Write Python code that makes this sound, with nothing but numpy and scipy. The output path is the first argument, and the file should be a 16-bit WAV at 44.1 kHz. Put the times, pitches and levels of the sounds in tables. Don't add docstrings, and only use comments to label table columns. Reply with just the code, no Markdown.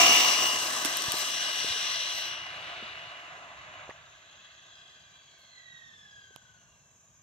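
import sys
import numpy as np
from scipy import signal
from scipy.io import wavfile
from scipy.ndimage import uniform_filter1d

SR = 44100
rng = np.random.default_rng(int(sys.argv[2]) if len(sys.argv) > 2 else 0)


def int16_out(signal):
    q = np.round(np.clip(np.atleast_2d(signal).T, -1, 1) * 32767)
    wavfile.write(sys.argv[1], SR, q.astype(np.int16))


def elevation(decibels):
    levels = np.asarray(decibels, float)
    return 10 ** (levels / 20)


N = 318402
HOP = 256
POWER_OFF_S = 3.84

# start_s, speed_turns_per_s
GEAR_SPEED = [(0.0, 66.33), (0.15, 66.39), (0.45, 66.75), (0.85, 67.08), (1.3, 67.26), (1.65, 67.48),
              (2.5, 67.5), (3.0, 67.38), (3.85, 67.32), (4.4, 61.71), (4.8, 57.7), (5.2, 53.6),
              (5.4, 50.51), (5.6, 46.6), (6.0, 40.3), (6.4, 35.4), (6.8, 31.65), (7.22, 28.2)]
# pitch_hz, likeness (0-1), left_lead_rad, tilt_share (of the high L-R tilt)
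MICROPHONE_PORTS = [(45, .1, 1, -5.7), (100, 0.98, -0.87, -0.2), (250, 1, 0.72, 0), (527, 0.88, 0, 0.38),
                    (900, 0.9, 0.75, 0.3), (1712, 0.3, 2, 0), (2280, 0.5, 6, 0), (2820, 0, 5.5, 0.65),
                    (4080, 1, 7.5, 0.3), (4500, 0.5, 7.5, 1.54), (6640, 0.3, 8.5, 0.6),
                    (8330, 0.34, 6, 2.5), (15000, 0.34, -2, -0.2)]


def evened(x):
    return x / np.sqrt(np.mean(abs(x) ** 2) + 1e-20)


def read(points, hz):
    f, *values = np.transpose(points)
    return [np.interp(np.log(hz + 1), np.log(f + 1), v) for v in values]


def follow(rows, t):
    s, *values = np.transpose(rows)
    return [np.interp(t, s, v) for v in values]


def add(mix, s, sound):
    part = mix[:, round(s * SR):][:, :sound.shape[1]]
    part += sound[:, :part.shape[1]]


def sides(pan_db):
    return np.array([elevation(pan_db / 2), elevation(-pan_db / 2)])


def flutter(rate_hz, count):
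    t = np.arange(0, N, 64)
    z = rng.standard_normal((count, len(t))) + 1j * rng.standard_normal((count, len(t)))
    keep = np.exp(-np.pi * rate_hz * 64 / SR)
    z = signal.lfilter([1], [1, -2 * keep, keep ** 2], np.tile(z, 2))
    return evened(z[:, len(t):])


def frame_grid():
    return np.fft.rfftfreq(1024, 1 / SR), np.arange(N // HOP + 5) * HOP / SR


def smeared(field, frames, bins):
    field = uniform_filter1d(field, size=frames, axis=1 if bins is None else 1)
    return evened(uniform_filter1d(field, size=bins, axis=0))


def noise(db, likeness, patchy_db, flicker_db, streaky_db):
    hz = np.fft.rfftfreq(1024, 1 / SR)
    a, b, c, d, patches, streaks = rng.standard_normal((db.shape[-1], len(hz), 6)).T
    streaks = smeared(streaks, frames=70, bins=3)
    patches = smeared(patches, frames=12, bins=10)
    flicker = rng.standard_normal(db.shape[-1])
    same, lead, _ = read(MICROPHONE_PORTS, hz)
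    same = np.clip(same * likeness, 0, 1)[:, None]
    left = a + 1j * b
    right = same * left * np.exp(-1j * lead)[:, None] + np.sqrt(1 - same ** 2) * (c + 1j * d)
    db = db + patchy_db * patches + streaky_db * streaks + flicker_db * flicker
    z = np.array([left, right]) * elevation(db)
    return signal.istft(z, nperseg=1024, noverlap=1024 - HOP)[1][:, :N] / 26


def air():
    # pitch_hz, level_db (per Hz)
    air_colour = [(15, -45.5), (25, -22), (108, 8), (250, -13.5), (719, -17), (1170, -9.5), (1380, -26),
                  (1620, -11), (1910, -18), (3190, -18), (4660, -27), (6630, -3), (8690, -31), (14100, -46),
                  (16200, -38.5)]
    hz, t = frame_grid()
    calm = 1 - np.exp(-np.maximum(t - POWER_OFF_S, 0) / .35)
    rumble_db = (-66 - 0.5 * t) * (1 - calm) - 76.5 * calm
    db = read(air_colour, hz)[0][:, None] + np.outer(np.clip((260 - hz) / 120, 0, 1), rumble_db + 72)
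    db = db + 11 * np.exp(-((hz - 13500) / 3000) ** 2)[:, None]
    return elevation(-44.5) * noise(db, likeness=0.95, patchy_db=1.3, flicker_db=1, streaky_db=1.7)


def grit():
    # start_s, level_db, length_ms, centre_hz, pan_db (L-R)
    crunches = [(0.847, -23.5, 7.5, 7150, -2), (0.849, -20, 1.8, 3500, -7), (0.855, -23.5, 6.9, 5530, 0),
                (.884, -32, 1.5, 12000, 1), (.970, -18.5, 1.3, 8000, 5), (1.021, -28, 3.1, 8000, 7),
                (1.119, -19.5, 3, 6760, 4), (2.295, -57, 6, 11000, -11), (2.335, -47, 0.59, 13000, 5.5),
                (3.897, -34.5, 2.6, 900, -2), (3.9, -46, 8, 1400, 2), (5.05, -87.5, 40, 13000, -5),
                (5.38, -72, 50, 13500, 3), (5.77, -78, 40, 13500, -2)]
    out = np.zeros((2, N))
    for s, db, ms, hz, pan_db in crunches:
        t = np.arange(round(ms * 4 * SR / 1000)) / SR * 1000 / ms
        crack_sizes = elevation(4 * rng.standard_normal(9000)[:len(t)])
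        cracks = rng.standard_normal((2, 9000))[:, :len(t)] * crack_sizes
        band = signal.butter(2, [.35 * hz, min(1.9 * hz, 16500)], "band", fs=SR)
        crunch = evened(signal.lfilter(*band, cracks)) * np.minimum(t * 4, 1) * np.exp(-t)
        add(out, s, elevation(db) * sides(pan_db)[:, None] * crunch)
    return out


def thuds():
    # start_s, peak_db, pitch_hz, t60_ms
    impacts = [(0.851, -30, 293, 55), (1.081, -31.5, 114, 14), (1.140, -29, 337, 14),
               (1.645, -28, 413, 8.7), (1.7, -43.5, 89, 83), (1.759, -42, 444, 48), (2.825, -38, 318, 11),
               (2.829, -46, 223, 50), (3.880, -42, 706, 8), (3.8927, -30, 480, 6.3), (3.906, -36, 1900, 14),
               (3.911, -35.5, 900, 6.4), (6.307, -57.5, 436, 24), (6.357, -54, 125, 40)]
    out = np.zeros((2, N))
    for s, db, hz, t60_ms in impacts:
        t = np.arange(6000) / SR
        ring = np.sin(2 * np.pi * hz * t) * elevation(-60000 * t / t60_ms) * np.minimum(t * hz * 3, 1) ** 2
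        pan_db = -15 if s > 6 else 0
        add(out, s, elevation(db) * sides(pan_db)[:, None] * ring / ring.max())
    return out


def tick():
    t = np.arange(300) / SR
    sweep = np.sin(2 * np.pi * np.cumsum(2900 + 11000 * np.exp(-(t / 0.000525) ** 2)) / SR)
    sweep *= np.minimum(t / .0002, 1) * np.where(t < .0013, .6, np.exp(-(t - .0013) / 0.00031))
    push = -.8 * np.sin(2 * np.pi * 900 * (t - .0004)) * np.exp(-((t - .0009) / .0005) ** 2)
    out = np.zeros((2, N))
    add(out, 6.3612, elevation(-31) * np.array([[.08], [1]]) * (sweep + push))
    return out


def stage(t, close, away, coasting, off_s=.14):
    gone = np.clip(t / 0.81, 0, 1)
    off = np.clip((t - POWER_OFF_S) / off_s, 0, 1)
    return (close + (away - close) * gone) * (1 - off) + coasting * off


def passing(t):
    # start_s, upper_band_db (over the roar)
    tail_beam = [(0.0, -1), (0.12, 3.5), (0.3, 3), (0.7, -1.5), (1.1, 3), (1.6, 8.5), (1.95, 11), (2.23, 9),
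                 (2.42, 2.5), (2.9, 3.5), (3.4, -5.5), (3.95, -1.5), (4.45, 7), (5.25, 4), (6.1, 6.5),
                 (6.5, 1.5), (7.0, -12)]
    after = np.maximum(t - POWER_OFF_S, 0)
    off, speed = np.clip(after / 0.05, 0, 1), follow(GEAR_SPEED, t)[0]
    eased = 1 - np.exp(-after / .5)

    level = -24 - 20 * np.log10(1 + t / 0.23)
    level += -4 * off - 12.5 * (1 - np.exp(-after / 0.57))
    level += 17 * np.log10(speed / speed[0])

    low = (-9 - 2.5 * t) * (1 - eased) - 11.5 * eased

    screen_s, screen_edge_s, air_db_per_s = 2.31, 0.031, -10
    top = -4 - 13.5 / (1 + np.exp((screen_s - t) / screen_edge_s))
    top += air_db_per_s * np.maximum(t - screen_s, 0)
    top += 5 * np.exp(-((t - 1.21) / 0.069) ** 2)
    top = top * (1 - eased) - 11 * eased

    pan_low = stage(t, close=-1.5, away=-2.8, coasting=-3.5)
    pan_high = stage(t, close=4.5, away=7, coasting=6.5)
    return level, low, follow(tail_beam, t)[0], top, pan_low, pan_high


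def roar():
    band_centres = [280, 1100, 3600, 7000]
    # pitch_hz, level_db (per Hz)
    roar_colour = [(53, -57), (90, -31.5), (331, -11), (469, -14), (1030, -5.5), (1420, -6), (2190, -7),
                   (2850, -4.5), (3110, -6.5), (5010, -10.5), (5710, -9), (10000, -25), (13600, -28),
                   (15200, -17.5), (16200, -53)]
    # centre_hz, width_hz, close_db, away_db,
    # coasting_db
    shell_modes = [(651.6, 136, 2.5, 8.5, 14), (1139, 212, 7.5, 5, 7), (1567, 340, -3.5, 6.5, 14),
                   (2010, 120, 3, 5, 5.5), (2284, 150, 5.5, -7.5, -22), (1398, 110, -2.5, -8.5, -14),
                   (2628, 110, -4, -1.5, 5.5), (2810, 350, 7.5, 1, 2), (3315, 220, -0.5, 2.5, 15.5),
                   (3956, 330, -0.5, 5.5, 10.5), (5060, 1300, 0, -2, 0.5), (5830, 830, 7, 4, -2),
                   (8940, 310, 1.5, 3, -16.5), (13300, 5100, -0.5, -1.5, -13), (15300, 1300, -6, -7.5, -17)]
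    crest_changes = [2.5, -1, -2, -0.5, 9, 9.5, 5, -1, -5, -3, -1.5, -2, 0, 9, 6]
    ring_in_s = 0.96
    hz, t = frame_grid()
    level, low, upper, top, pan_low, pan_high = passing(t)
    change = np.array([low + 14, 0 * low, upper + 0.89, top + 9])
    share = np.array(read(np.c_[band_centres, np.eye(len(band_centres))], hz)).T
    db = read(roar_colour, hz)[0][:, None] + share @ change + level + 17.5
    db = db - np.outer((hz / 10000) ** 2, 7 * np.clip(t - 1.73, 0, 1))
    hidden = np.clip((t - 2.07) / 0.54, 0, 1) * stage(t, 1, 1, 0, ring_in_s)
    for (centre_hz, width_hz, *stages_db), crest_db in zip(shell_modes, crest_changes):
        mode = np.exp(-((hz - centre_hz) / width_hz) ** 2 * 2)
        db = db + np.outer(mode, stage(t, *stages_db, ring_in_s) + crest_db * hidden)
    tilt = read(MICROPHONE_PORTS, hz)[2][:, None]
    pan = pan_low * np.clip(hz / 600, 0, 1)[:, None] * (1 - np.clip(tilt, 0, 1)) + pan_high * tilt
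    return noise(db + np.array([pan, -pan]) / 2, likeness=1.0, patchy_db=1.13, flicker_db=1.0, streaky_db=0.44)


def line(turns, hz, db, pan_db, blur):
    steady = .95 + .3 * flutter(3, count=2)
    blurred = flutter(7, count=1) * flutter(40, count=2)
    paths = np.sqrt(1 - blur) * steady + np.sqrt(blur) * blurred
    lead = read(MICROPHONE_PORTS, hz)[1]
    t = np.arange(len(hz)) * 64 / SR
    lead = lead - hz / 2900 * (1.1 * np.exp(-t / .6) + 1.6 * np.exp(-t / .06))
    paths[1] = (.65 * paths[0] + .35 * paths[1]) * np.exp(-1j * lead)
    paths = np.sqrt(2) * elevation(db) * sides(pan_db) * paths
    carrier = np.exp(2j * np.pi * (turns + rng.random()))
    return np.array([(np.interp(np.arange(N) / 64, np.arange(len(v)), v) * carrier).real for v in paths])


def rotation():
    every = np.arange(N) / SR
    speed = uniform_filter1d(follow(GEAR_SPEED, every)[0], size=4000)
    t = every[::64]
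    coasting = np.clip((t - POWER_OFF_S) / .1, 0, 1)
    blur = .05 + .55 * coasting
    return np.cumsum(speed) / SR, speed[::64], t, coasting, blur


def lingering_top(t):
    return passing(np.maximum(t - 0.16, 0))[3]


def switching():
    # start_hz, later_hz, width_hz
    whistles = [(13470, 13290, 90), (15050, 15040, 70)]
    # level_db (over the top band), change_db_per_s
    whistle_levels = [(-12.5, -4.5), (-14.5, -3)]
    every = np.arange(N) / SR
    _, _, t, coasting, _ = rotation()
    level, _, _, top, _, pan_high = passing(t)
    out = np.zeros((2, N))
    for (start_hz, later_hz, width_hz), (db, db_per_s) in zip(whistles, whistle_levels):
        hz = later_hz + (start_hz - later_hz) * np.exp(-every / .25)
        wobble = np.cumsum(rng.standard_normal(N)) * np.sqrt(width_hz / (2 * np.pi * SR))
        db = level + top + db + 5.5 + db_per_s * t - 40 * coasting
        out += line(np.cumsum(hz) / SR + wobble, hz[::64], db, 0.27 * pan_high, blur=0.75)
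    return out


def drive_shafts():
    shaft_orders = [10.31, 11.31, 15, 20.7, 26.3, 30, 39.69, 46.31, 49.62, 50.62]
    # close_db, away_db, coasting_db
    shaft_levels = [(-9, -30, -53), (-11.5, -23, -49), (-17, -19, -30), (-12.5, -44, -11),
                    (-14, -13.5, -46), (-11.5, -13, -20), (-7, -20.5, -52), (-31.5, -21.5, -26.5),
                    (-21.5, -11.5, -35.5), (-30.5, -24.5, -29.5)]
    turns, speed, t, _, blur = rotation()
    level, _, upper, _, pan_low, _ = passing(t)
    beamed = upper + .3 * lingering_top(t)
    out = np.zeros((2, N))
    for k, stages_db in zip(shaft_orders, shaft_levels):
        db = level + (beamed if k > 45 else 0) + stage(t, *stages_db)
        out += line(k * turns, k * speed, db, pan_low, blur)
    return out


def gear_teeth():
    # start_s, tooth_db, neighbours_db (once-a-turn sidebands)
    whine_levels = [(0.03, -26.5, -32), (0.13, -24, -38), (0.27, -33.5, -40.5), (0.48, -31, -40),
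                    (0.68, -41.5, -48), (0.9, -46.5, -45), (1.55, -40, -43.5), (2.3, -45, -44.5),
                    (2.6, -50.5, -56), (3.05, -50.5, -56.5), (3.4, -62.5, -63), (3.9, -62, -67),
                    (4.05, -86, -86), (4.6, -86, -84), (4.75, -69.5, -78), (5.38, -67.5, -57),
                    (5.6, -59.5, -59.5), (6.25, -61.5, -59.5)]
    # multiple (of the gear speed), tone (tooth 0, neighbour 1, second 2, third 3), driven_db, coasting_db
    tooth_lines = [(43, 0, 0, 0), (41, 1, -6, -14), (42, 1, -1, -5), (44, 1, -6, -3), (45, 1, -13, -14),
                   (83, 2, -16, -16), (84, 2, -5, -20), (85, 2, -2, -10), (86, 2, -16, -2), (87, 2, -4, -6),
                   (88, 2, -11, -12), (129, 3, -18, -4), (130, 3, -20, -4)]
    # pitch_hz, level_db, pan_db (L-R)
    housing_path = [(1400, -17, 7), (1450, 0, 8), (1550, 1.5, 3.5), (1900, 6, -12), (2610, -7.5, 3.5),
                    (2740, 1, -2.5), (4280, 1.5, -1), (5400, 0.5, 8.5)]
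    # centre_hz,
    # width_hz, lost_db
    ground_dips = [(1740, 60, 7), (2160, 180, 18), (2970, 110, 9), (3680, 130, 5), (4680, 200, 7),
                   (5880, 330, 14), (7900, 1500, 24)]
    turns, speed, t, coasting, blur = rotation()
    driven = 1 - coasting
    level, _, upper, _, _, pan_high = passing(t)
    ending = np.maximum(t - whine_levels[-1][0], 0)
    ending_db = -7 * np.minimum(ending / 0.15, 1) - 9.5 * ending
    tooth, neighbours = follow(whine_levels, t) + ending_db
    bright = (level + lingering_top(t)) * driven + tooth * coasting
    second = bright + 1.38 * upper * driven + stage(t, close=-6, away=-10, coasting=0.5)
    third = bright + stage(t, close=-25.5, away=-10.5, coasting=-7)
    tones = [tooth, neighbours, second, third]
    out = np.zeros((2, N))
    for k, tone, driven_db, coasting_db in tooth_lines:
        hz = k * speed
        housing_db, tilt_db = read(housing_path, hz)
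        db = tones[tone] + driven_db + (coasting_db - driven_db + housing_db) * coasting
        db += 5 * (tone < 2) * np.exp(-t / 0.19)
        for dip_hz, width_hz, lost_db in ground_dips:
            db -= lost_db * np.exp(-((hz - dip_hz) / width_hz) ** 2) * coasting
        driven_pan_db = 1.4 * pan_high if k > 50 else stage(t, -1, 2, 2)
        out += line(k * turns, hz, db, driven_pan_db * driven + tilt_db * coasting, blur)
    return out


def scene():
    surroundings = air() + grit() + thuds() + tick()
    buggy = roar() + switching() + drive_shafts() + gear_teeth()
    return surroundings + buggy


def top_cut(x):
    return signal.sosfilt(signal.butter(12, 16590, fs=SR, output="sos"), x)


def record(dry):
    dry = signal.sosfilt(signal.butter(2, 55, "high", fs=SR, output="sos"), dry)
    dry = signal.oaconvolve(dry, signal.firwin(255, 15550, fs=SR)[None], "same")
    return top_cut(dry)


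dry = scene()
out = record(dry)
int16_out(out)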